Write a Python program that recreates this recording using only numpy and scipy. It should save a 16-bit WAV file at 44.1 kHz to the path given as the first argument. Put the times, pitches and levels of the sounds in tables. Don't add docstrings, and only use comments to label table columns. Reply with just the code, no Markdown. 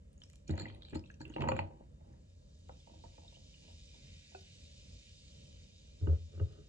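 import sys
import numpy as np
from scipy import signal
from scipy.fft import rfft, irfft
from scipy.io import wavfile
from scipy.ndimage import uniform_filter1d

SR = 44100
rng = np.random.default_rng(int(sys.argv[2]) if len(sys.argv) > 2 else 0)


def wav_out(sig):
    wavfile.write(sys.argv[1], SR, np.round(np.clip(np.atleast_2d(sig).T, -1, 1) * 32767).astype(np.int16))


def level_to_linear(level):
    exponent = np.asarray(level, float) / 20
    return 10 ** exponent


N = 294588

# f/Hz, level/dB per Hz
RUMBLE_SPECTRUM = [(12, -23), (20, -20.5), (53, 0), (75, -2), (89, 0.5), (108, -16), (129, -8.5),
                   (185, -13.5), (213, -15.5), (369, -31), (508, -25.5), (546, -24), (664, -33.5),
                   (700, -44.5), (1400, -48), (1820, -62), (3080, -120)]
# f/Hz, level/dB per Hz
MIC_HISS_SPECTRUM = [(650, -16), (1100, -42.5), (1610, 8), (2540, 3.5), (3050, 8.5), (3390, -22.5),
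                     (7300, 6), (9020, -1.5), (11700, -16), (19800, -120)]
RUMBLE_DB, MIC_HISS_DB = -57.5, -88

# t/s, level/dB
FOAM_LEVEL = [(0, -88), (1.8, -87), (2.25, -82), (2.55, -77), (2.9, -72), (3.3, -69.5), (3.8, -67.5),
              (4.2, -66.5), (5.4, -67.5), (5.7, -70.5), (6.68, -75.5)]
# f/Hz, level/dB per Hz
FIZZ_SPECTRUM = [(590, -51.5), (1000, -38), (1290, -24), (1560, -12.5), (2230, -5), (2400, 0.5),
                 (2860, -0.5), (3400, -3), (3690, 1.5), (4200, -4.5), (4520, -3), (6970, -9.5), (9020, -19),
                 (11700, -45.5), (19800, -120)]
# f/Hz, width/Hz, level/dB
CAVITY_PEAKS = [(2650, 130, -4.5), (3060, 21, 8.5), (3704, 170, 3), (4474, 290, 4), (5060, 23, 9.5),
                (5630, 510, 3.5), (7100, 2300, 7.5)]

# t/s, peak level/dB, ring f/Hz, crackle over
# ring/dB
TICKS = [(0.1303, -71, 8860, 9), (0.178, -60, 6720, -18), (0.2034, -63, 6830, -17),
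         (0.2359, -53, 5460, 7.5), (0.299, -60.5, 6940, 11.5), (0.3315, -61.5, 7100, 9.5),
         (0.3566, -62.5, 7100, 15.5), (0.478, -50, 6800, -1), (0.5544, -60, 6600, -13),
         (0.7467, -69, 9150, 3), (0.897, -60, 7500, -2), (0.9934, -59, 5100, 10),
         (1.112, -62.5, 6200, -3.5), (1.1413, -64, 5860, 5), (1.279, -71.5, 7800, 19),
         (1.2965, -57.5, 6680, -10), (1.4061, -65, 7150, 7), (4.4094, -59, 5000, -11),
         (2.1285, -71, 6360, 5), (2.2064, -76, 7400, 0), (2.5885, -70, 6550, 13), (3.7109, -84, 11130, 20),
         (4.41, -74, 10800, 2), (0.97, -55, 4800, -3),
         (0.218, -53.5, 3060, 9), (0.335, -65.5, 2380, 19), (0.537, -59, 1900, -5), (0.5768, -52, 1870, -2),
         (0.655, -41, 1990, -7), (0.702, -58.5, 3140, 6), (0.7472, -61, 2430, 5), (0.821, -51, 3790, 5),
         (0.85, -52, 3960, 3), (0.93, -59, 1710, -8), (1.039, -55.5, 2650, -10), (1.0587, -63.5, 3730, -10),
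         (1.1013, -50.5, 1645, -11), (1.214, -50, 1620, -1.5), (1.2527, -46.5, 2710, -4),
         (1.1, -58, 2630, -12), (1.338, -49, 2860, 0), (1.3633, -46, 2730, 7), (1.3823, -58, 2220, -12.5),
         (1.4064, -47, 2620, 18), (1.42, -42.5, 2590, 18), (1.4724, -54, 1530, -14),
         (1.486, -38.5, 1940, 1), (1.487, -41.5, 2740, -8), (1.5194, -44, 2480, 7), (1.438, -48, 1900, -5),
         (1.4752, -46, 2500, -12), (1.518, -43, 1450, -3), (1.5647, -42, 2380, -16), (1.59, -55, 1693, 3.5),
         (0.5044, -54, 3850, 5), (0.6838, -57, 3120, 6), (0.759, -65, 1990, -10), (0.8848, -58, 3720, 12),
         (0.851, -65, 2400, -3), (1.06, -64, 2670, -12),
         (0.535, -58, 730, -10), (0.579, -48, 900, -9), (0.611, -54, 900, -10), (0.953, -48, 884, -10),
              (1.363, -40, 800, -6), (1.384, -43, 890, -11.5), (1.411, -55, 800, -14.5),
              (1.421, -38.5, 1010, -9), (1.438, -35, 904, -9), (1.474, -35, 884, -9),
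              (1.487, -33, 986, -13.5), (1.519, -36, 1160, -11), (1.565, -47, 946, -14),
              (1.591, -34.5, 890, -4), (1.62, -45, 680, -3), (2.694, -61.5, 1400, 19),
              (2.694, -51.5, 757, -15), (2.693, -54.5, 1080, -10), (1.808, -52.5, 545, -9),
              (6.071, -60.5, 1520, -2), (6.078, -41.5, 338, -11),
         (.511, -57, 2000, 5), (0.524, -65, 2800, 4), (.59, -52.5, 3770, 11), (0.607, -52, 1730, 13),
         (.619, -55, 1900, 8), (.685, -69, 6860, 0), (.699, -56.5, 2020, 19), (.7475, -63, 3900, -2),
         (.821, -71, 1990, 5), (.83, -59, 4300, 6), (.832, -58, 3360, -9), (.896, -76, 8300, 5),
         (.897, -69, 4300, 2), (.907, -63, 4440, 8), (1.06, -71.5, 5670, 1), (1.074, -73, 7350, 0),
         (1.14, -63.5, 2670, -7), (1.2056, -68, 2860, 5), (1.2045, -70, 6800, 10), (1.254, -75, 7800, 9),
         (1.302, -60, 2870, 0), (1.321, -63.5, 1590, 0), (1.34, -62, 4300, 5), (1.347, -68, 4260, 2),
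         (1.416, -46, 2700, 16), (1.452, -60, 2160, -3), (1.532, -53, 2630, 5.5), (1.594, -42.5, 2620, 7),
         (3.055, -74, 1770, 13), (.479, -55, 5600, -6), (0.494, -58, 7100, 1), (2.136, -74, 1800, -5),
         (0.657, -54.5, 2700, -5), (3.541, -61, 2480, -8), (1.518, -42.5, 1900, 8), (6.071, -54.5, 900, 8),
         (6.396, -64, 2830, 9)]
# f/Hz, t60/s
ROOM_T60 = [(100, 0.32), (700, 0.28), (2500, 0.2), (8000, 0.19)]

# start t/s, length/s, drops level/dB, fine spray over drops/dB
SPLASHES = [(0.16, 0.61, -83, 3.5), (0.458, 0.2, -69.5, -9.5), (0.523, 0.52, -66.5, -30),
            (.67, 0.11, -77, -27), (0.803, 0.07, -82, -15), (0.818, 0.38, -71.5, -20),
            (0.941, 0.054, -63, -5), (1.017, 0.36, -80, -8), (1.193, 0.094, -72.5, -2.5),
            (1.276, 0.56, -74, -10.5), (1.465, 0.12, -79, 2), (1.534, 0.26, -68, -18)]
# f/Hz, width/Hz, level/dB
WET_ICE_PEAKS = [(2400, 160, 11), (3200, 240, 7.5), (3900, 200, 7.5), (4340, 230, 9)]

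# start t/s, length/s, weight level/dB, rattle over weight/dB
SETTLES = [(.47, 0.24, -46.5, -15.5), (.56, 0.29, -54, -9), (.7, 0.4, -69, -6), (.92, 0.093, -43, -50),
           (1.19, 0.33, -53, -35), (1.37, 0.28, -39, -7.5), (1.5, 0.32, -53, -14), (1.66, 0.24, -64.5, -4),
           (1.79, .12, -65, -15), (1.97, 0.32, -68.5, -7.5), (3.6, 0.2, -70, -9), (3.9, 0.19, -71.5, -13)]
# start t/s, length/s, weight level/dB, rattle over weight/dB
SLIDES = [
    (6, 0.083, -60, -5),
    (6.05, 0.17, -54, 0.5),
    (6.31, 0.19, -61.5, -7.5),
    (6.43, 0.36, -62, -7),
]
SETTLE_SCRAPE_DB, SLIDE_SCRAPE_DB = -23.5, -18.5

# t/s, high ring level/dB, low ring over it/dB
CLINKS = [(0.4806, -66, -1), (0.5082, -52, -4), (0.577, -53, 1), (0.596, -45.5, -1), (0.61, -53.5, 0.5),
          (0.6188, -51, -2), (0.9477, -60, 3), (0.954, -51.5, -2), (1.205, -83, 22), (1.214, -53, -2),
          (1.4204, -56, -10), (1.486, -42.5, -5.5), (1.52, -56, -10), (1.565, -53, -19), (1.5898, -61, 5)]
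# f/Hz, level/dB, t60/s
GLASS_MODES = [
    [(7050, 3, 0.015), (7120, -5, 0.022), (7280, 1.5, 0.026)],
    [(4186, -8.5, 0.023), (4240, -8, 0.053), (4350, -19, 0.09), (4490, -13.5, 0.052)],
    [(11020, -6, 0.05), (10750, 2, 0.074)],
]
GLASS_TOP_DB = -34.5
# t/s, middle level/dB, low over it/dB, high over it/dB
KNOCKS = [(0.4935, -51, 21, 2.5), (0.502, -55.5, 23.5, 5), (0.535, -45.5, 1, -7.5), (0.579, -47, -16, 3.5),
          (0.597, -51.5, 6.5, 6), (0.66, -50, 10.5, -12), (0.932, -50.5, 17, -2.5),
          (0.953, -44.5, 13, -3.5), (1.2045, -49, 8, -3.5), (1.299, -57.5, 16, -4), (1.362, -37.5, 2.5, -5),
          (1.381, -71, -3.5, 19.5), (1.409, -47.5, -2, 6), (1.438, -40, -14, -3), (1.475, -43, -5, -9.5),
          (1.487, -28.5, -31, -4.5), (1.517, -29, -7.5, -4.5), (1.5645, -41.5, -23, -0.5),
          (1.5895, -35.5, -21.5, 5), (1.631, -46.5, -4.5, -20), (1.808, -64.5, 14.5, -29)]
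# f/Hz, level/dB, t60/s
TABLE_MODES = [
    [(523.4, 2.5, 0.14), (571, -0.5, 0.093), (634, 5, 0.029), (816, 2, 0.06), (900, 1.5, 0.072),
     (957, -10.5, 0.18), (1158, -26, 0.06)],
    [(146.7, -1.5, 0.061), (216, 1.5, 0.042), (312.8, -5.5, 0.11), (436, -10.5, 0.022)],
    [(1270, -5.5, 0.038), (1520, 14, 0.008), (1956, 13.5, 0.0079), (2400, 5.5, 0.012), (2860, 8, 0.0084)],
]
# start t/s, length/s, level/dB, f/Hz
BOOMS = [(0.498, 0.077, -30.5, 88), (0.585, 0.064, -41, 99), (0.672, 0.11, -47.5, 99.7),
         (0.933, 0.1, -40, 86.5), (1.2, 0.088, -53, 85), (1.374, 0.14, -38.5, 89), (1.445, 0.13, -36, 86.9),
         (1.513, 0.057, -34.5, 103), (1.567, 0.13, -40, 93.7), (6.012, 0.067, -27.5, 92.6),
         (6.068, 0.11, -22, 79.5), (6.163, 0.15, -42, 83.3), (6.339, 0.1, -40, 88),
         (6.401, 0.066, -25.5, 92), (6.449, 0.038, -39, 90.5), (6.494, 0.047, -49, 93)]

# t/s, peak level/dB, ring f/Hz
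BURSTS = [(2.7995, -55.5, 3400), (3.277, -46.5, 3620), (3.344, -54, 2780), (3.355, -51, 3020),
          (3.553, -58, 2790), (0.8205, -56, 3250), (0.868, -60, 3870), (3.5397, -51.5, 2880),
          (3.652, -57, 2980)]
# t/s, level/dB, high over it/dB, rocking/s
NUDGES = [(2.007, -64.5, -12, 0.38), (2.14, -67, -11, 0.12), (2.692, -48.5, -12, 0.065),
          (2.804, -76, -16, 0.056), (2.871, -55, -21, 0.13), (2.895, -56, -18, 0.082),
          (2.934, -59, -19, 0.12), (2.954, -62, -20, 0.09), (2.993, -69, -22, .04),
          (3.038, -50.5, -17, 0.071), (3.054, -63, -8, .05), (3.139, -70, -24, .04),
          (3.403, -73, -23, 0.046), (3.099, -73, -20, .06), (3.179, -52.5, -14, 0.059),
          (3.217, -62, -20, .04), (3.231, -60, -20, 0.08), (3.247, -61.5, -16, 0.09),
          (3.322, -62.5, -20, 0.096), (3.366, -62, -18, 0.07), (3.681, -62, -25, 0.054),
          (3.701, -65, -18, 0.074), (3.942, -63, -26, 0.066), (4.318, -63.5, -20, 0.032)]
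# f/Hz, level/dB, t60/s
FULL_GLASS_MODES = [(508, 3.5, 0.067), (565, -0.5, 0.067), (676, 2, 0.057), (824, -4.5, 0.066),
                    (900, 3, 0.046), (934, -0.5, 0.04), (1080, -5, 0.016)]
NUDGE_LOW_DB, ROCK_DB, ROCK_RATTLE_DB = -23, -15, -14

# f/Hz, level/dB, t60/s
POP_MODES = [(383, -5, 0.17), (500, -2, 0.048), (730, 2.5, 0.041), (738, -11, 0.021), (1484, -6, 0.049),
             (1600, -14, .015), (2570, -6.5, 0.043)]
POP_S, POP_DB = 4.348, -42.5
# t/s, middle level/dB, low over it/dB, high over it/dB
SET_DOWN = [(6.013, -60, 17.5, -29), (6.035, -51, 7, -27), (6.07, -39.5, 9, -9.5), (6.089, -41.5, 3, -28),
            (6.127, -49, 1.5, -27), (6.16, -75, 7.5, -28), (6.375, -54, 1, -11), (6.585, -56.5, 3, -12),
            (6.333, -61, 2.5, -21), (6.397, -45, 5.5, -7), (6.41, -43, -17.5, -35)]
# f/Hz, level/dB, t60/s
BASE_MODES = [
    [(424.5, 2.5, 0.11), (535, -1.5, 0.077), (615, -9, 0.062), (806, -17.5, 0.037), (900, -17.5, 0.045)],
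    [(143.2, -1.5, 0.21), (214, -1.5, 0.058), (273, -9, 0.072), (325, -5.5, 0.1)],
    [(1247, 1.5, 0.021), (1310, -22, 0.16), (1494, -3, 0.031), (1900, -2.5, 0.014), (2880, 0.5, 0.012)],
]

# f/Hz, level/dB
NEAR_WIDTH = [(60, -17.5), (106, -7), (143, -4.5), (260, -13), (360, -6.5), (480, -6.5), (650, 7.5),
              (900, 2), (1600, 0.5), (3000, 2), (4000, 4.5), (5400, 1.5), (7300, -8), (10000, 6.5)]
# f/Hz, level/dB
SPREAD_WIDTH = [(60, -25), (100, -14), (180, -11.5), (310, -0.5), (540, 1.5), (940, 10.5), (1640, 0),
                (2850, 4), (4940, 0.5), (8570, -2)]
# f/Hz, phase/rad
PORT_PHASE = [(60, -1.4), (106, -1.17), (143, -2.5), (200, -2.5), (360, -1.66), (480, 2.5), (650, -2.5),
              (880, -1.6), (1600, -1.5), (2950, -2), (5400, -1.5), (7300, -5), (10000, -4.5)]


def evened(x):
    return x / np.sqrt(np.mean(x ** 2) + 1e-20)


def read(points, hz):
    f, value = np.transpose(points)
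    return np.interp(np.log(hz + 1), np.log(f + 1), value)


def add(mix, s, sound):
    part = mix[..., round(s * SR):][..., :sound.shape[-1]]
    part += sound[..., :part.shape[-1]]


def coloured(x, db):
    gain = level_to_linear(db(np.fft.rfftfreq(x.shape[-1], 1 / SR)))
    return irfft(rfft(x) * gain, x.shape[-1])


def humps(peaks, hz):
    return sum(db / (1 + (2 * (hz - f) / width) ** 2) for f, width, db in peaks)


def wander(per_s):
    span = int(SR / per_s)
    once = uniform_filter1d(rng.standard_normal(N), span)
    return evened(uniform_filter1d(once, span))


def ring(modes, luck=0., rise_s=0.0012):
    hz, db, t60 = np.transpose(modes)[:, :, None]
    t, luck = np.arange(9000) / SR, np.reshape(luck, (-1, 1))
    decay = level_to_linear(db + 4.2 * luck - 60 * t / t60)
    phase = 2 * np.pi * hz * (1 + 0.0067 * luck) * t + 3 * luck
    sound = (decay * np.sin(phase)).sum(0)
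    sound *= 1 - np.exp(-(t / rise_s) ** 2)
    return sound / abs(sound).max()


def swell(length_s, share, power):
    u = np.arange(0, 1, 1 / (SR * length_s))
    return np.sin(np.interp(u, [0, share, 1], [0, np.pi / 2, np.pi])) ** power


def strokes(rows, share, power):
    out = np.zeros((2, N))
    for s, length_s, db, over_db in rows:
        gains = level_to_linear(np.array([[db], [db + over_db]]))
        add(out, s, gains * swell(length_s, share, power))
    return out


def air():
    rumble = evened(coloured(rng.standard_normal((2, N)), lambda hz: read(RUMBLE_SPECTRUM, hz)))
    rumble *= level_to_linear(1.6 * wander(per_s=8))
    hiss = evened(coloured(rng.standard_normal((2, N)), lambda hz: read(MIC_HISS_SPECTRUM, hz)))
    return level_to_linear(RUMBLE_DB) * rumble + level_to_linear(MIC_HISS_DB) * hiss


def patchy(x):
    young_until_s, fade_s, young_hz = 2.74, 0.16, 3200
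    hz, t, z = signal.stft(x, SR, nperseg=1024, noverlap=768)
    a, b = rng.standard_normal((2, len(hz), len(t)))
    pockets = evened(uniform_filter1d(uniform_filter1d(a, size=2, axis=0), size=14, axis=1))
    clusters = evened(uniform_filter1d(uniform_filter1d(b, size=16, axis=0), size=8, axis=1))
    young = np.clip((young_until_s - t) / fade_s, 0, 1) / (1 + (hz[:, None] / young_hz) ** 8)
    z = z * level_to_linear(1.66 * pockets + 0.67 * clusters - 8.5 * young)
    return signal.istft(z, SR, nperseg=1024, noverlap=768)[1][:, :N]


def foam():
    pops_per_s = 9000
    sizes = level_to_linear(3.75 * np.minimum(rng.exponential(1, (2, N)), 6))
    pops = rng.standard_normal((2, N)) * sizes * (rng.random((2, N)) < pops_per_s / SR)
    pops = evened(pops) + 1.6 * rng.standard_normal((2, N))
    fizz = evened(coloured(pops, lambda hz: read(FIZZ_SPECTRUM, hz) + humps(CAVITY_PEAKS, hz)))
    hiss = patchy(fizz)
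    low = coloured(hiss, lambda hz: -10 * np.log10(1 + (hz / 2300) ** 12))
    t = np.arange(N) / SR
    peak_s, peak_db, rest_db, grow_db_per_s, thin_db_per_s = 4.24, -65, -79, 13, 6.5
    large_db = peak_db + np.minimum(grow_db_per_s * (t - peak_s), thin_db_per_s * (peak_s - t))
    large = np.hypot(level_to_linear(large_db), level_to_linear(rest_db)) * level_to_linear(2.0 * wander(per_s=15.0))
    fine = level_to_linear(np.interp(t, *np.transpose(FOAM_LEVEL)))
    return level_to_linear(0.19 * wander(per_s=51)) * (fine * (hiss - low) + large * low)


def ice_ticks():
    events, t = TICKS, np.arange(9000) / SR
    out, luck = np.zeros((2, N)), rng.uniform(-1.3, 1, (len(events), 2, 1))
    noise = rng.standard_normal((len(events), 2, 9000))
    for (s, db, hz, crackle_db), lean, puff in zip(events, luck, noise):
        crackle_band = signal.butter(3, [hz / 6.3, 1.23 * hz], "band", fs=SR)
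        crackle = signal.lfilter(*crackle_band, puff[0])
        crackle *= level_to_linear(crackle_db - 60 * t / .009) * (1 - np.exp(-t / .0012))
        echo_band = signal.butter(2, [0.963 * hz, 1.2 * hz], "band", fs=SR)
        echo = evened(signal.lfilter(*echo_band, puff))
        echo *= level_to_linear(-21.0 - 60 * t / 0.12) * (1 - np.exp(-t / 0.0032))
        t60 = 0.018 * (hz / 2500) ** -.4
        tone = ring([(hz, 0, t60), (0.41 * hz, -19, t60)], rise_s=0.00093)
        port_gain = level_to_linear(2.2 * lean * [[0], [1]])
        add(out, s, level_to_linear(db) * ((tone + crackle) * port_gain + echo))
    return out


def room(x):
    taps = np.zeros((2, 20000))
    at = np.arange(100, 19960, 20) + rng.integers(0, 20, (2, 993))
    np.put_along_axis(taps, at, rng.choice([-1., 1.], at.shape), 1)
    hz, t, z = signal.stft(taps, SR, nperseg=256)
    decay = level_to_linear(-60 * t / read(ROOM_T60, hz)[:, None])
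    tail = signal.istft(z * decay, SR, nperseg=256)[1]
    return signal.fftconvolve(x[None], tail / np.linalg.norm(tail[0]), axes=1)[:, :N]


def splash():
    out, t = np.zeros((2, N)), np.arange(500) / SR
    drops_per_s, bands_hz = 350, [(2300, 4520), (5200, 8200)]
    for gain, (low_hz, high_hz) in zip(strokes(SPLASHES, share=0.11, power=7.5), bands_hz):
        drops = np.zeros((2, N))
        for hz in np.geomspace(low_hz, high_hz, num=9):
            grain = np.sin(2 * np.pi * hz * t * (1 + 15 * t)) * t * np.exp(-t * hz / 4.0)
            sizes = level_to_linear(2.8 * np.minimum(rng.exponential(1, N), 4))
            train = rng.standard_normal((2, N)) * sizes * (rng.random(N) < drops_per_s / SR)
            heard = evened(signal.oaconvolve(train, grain[None], axes=1)[:, :N])
            drops += level_to_linear(-4 * np.log2(hz / low_hz)) * heard
        out += gain * evened(coloured(drops, lambda hz: humps(WET_ICE_PEAKS, hz)))
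    return out


def grind(rows, body, scrape_db):
    out, slips_per_s = np.zeros((2, N)), 2000
    weight, rattle = strokes(rows, share=0.18, power=2.4)
    for gain, modes in zip([rattle, weight, level_to_linear(scrape_db) * weight], body):
        sizes = level_to_linear(2.0 * np.minimum(rng.exponential(1, N), 5))
        slips = rng.standard_normal(N) * sizes * (rng.random(N) < slips_per_s / SR)
        heard = np.array([ring(modes), ring(modes, rng.uniform(-0.32, 0.24, len(modes)))])
        out += gain * evened(signal.oaconvolve(slips[None], heard, axes=1)[:, :N])
    return out


def cracks():
    out, t = np.zeros((2, N)), np.arange(1500) / SR
    band = signal.butter(4, [1500, 8600], "band", fs=SR)
    for (s, db, _), puff in zip(CLINKS, rng.standard_normal((len(CLINKS), 1500))):
        snap = evened(signal.lfilter(*band, puff))
        add(out, s, level_to_linear(db - 10.5 - 60 * t / 0.013) * snap)
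    return out


def blows(events, body, rise_s):
    out, luck = np.zeros((2, N)), rng.uniform(-1.17, 1, (len(events), 3, 2, 8))
    for (s, db, *over), chance in zip(events, luck):
        for modes, over_db, (one, two) in zip(body, [0, *over], chance):
            heard = [ring(modes, row[:len(modes)], rise_s) for row in (one, one + 0.41 * two)]
            add(out, s, level_to_linear(db + over_db) * np.array(heard))
    return out


def table_boom():
    out = np.zeros(N)
    for s, length_s, db, hz in BOOMS:
        shape = swell(length_s, share=.38, power=1.2)
        add(out, s, level_to_linear(db) * shape * np.sin(2 * np.pi * hz * np.arange(len(shape)) / SR))
    return out


def bursts():
    out, t = np.zeros(N), np.arange(3000) / SR
    rise_s, t60_s, glide_per_s = 0.0034, 0.033, 1.5
    for s, db, hz in BURSTS:
        shape = (1 - np.exp(-(t / rise_s) ** 2)) * level_to_linear(db - 60 * t / t60_s)
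        add(out, s, shape * np.sin(2 * np.pi * hz * t * (1 + glide_per_s * t)))
    return out


def nudges():
    events = [(s, db, NUDGE_LOW_DB, high_db) for s, db, high_db, _ in NUDGES]
    return blows(events, [FULL_GLASS_MODES, *TABLE_MODES[1:]], rise_s=0.0027)


def scene():
    clinks = [(*row, GLASS_TOP_DB) for row in CLINKS]
    rocking = [(s, rock_s, db + ROCK_DB, ROCK_RATTLE_DB) for s, db, _, rock_s in NUDGES]
    hits = ice_ticks() + splash()
    hits += grind(SETTLES + rocking, TABLE_MODES, SETTLE_SCRAPE_DB)
    hits += cracks() + blows(clinks, GLASS_MODES, rise_s=0.0011)
    hits += blows(KNOCKS, TABLE_MODES, rise_s=0.0019)
    hits += bursts() + nudges()
    add(hits, POP_S, level_to_linear(POP_DB) * ring(POP_MODES))
    hits += blows(SET_DOWN, BASE_MODES, rise_s=0.0025)
    hits += grind(SLIDES, BASE_MODES, SLIDE_SCRAPE_DB)

    near, near_apart = hits + table_boom() + level_to_linear(-10.0) * room(hits[0])
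    spread, other = foam() + air()
    hz, share = np.fft.rfftfreq(N, 1 / SR), .72
    spread_apart = share * spread + np.sqrt(1 - share ** 2) * other
    apart = rfft(near_apart) * level_to_linear(read(NEAR_WIDTH, hz))
    apart += rfft(spread_apart) * level_to_linear(read(SPREAD_WIDTH, hz))
    difference = irfft(apart * np.exp(1j * read(PORT_PHASE, hz)), N)
    return near + spread + difference * np.array([[1], [-1]])


def roll_off(x):
    return signal.sosfilt(signal.butter(12, 12000, fs=SR, output="sos"), x)


def record(dry):
    cut = signal.lfilter(*signal.butter(3, 36, "high", fs=SR), dry)
    return roll_off(cut)


dry = scene()
out = record(dry)
wav_out(out)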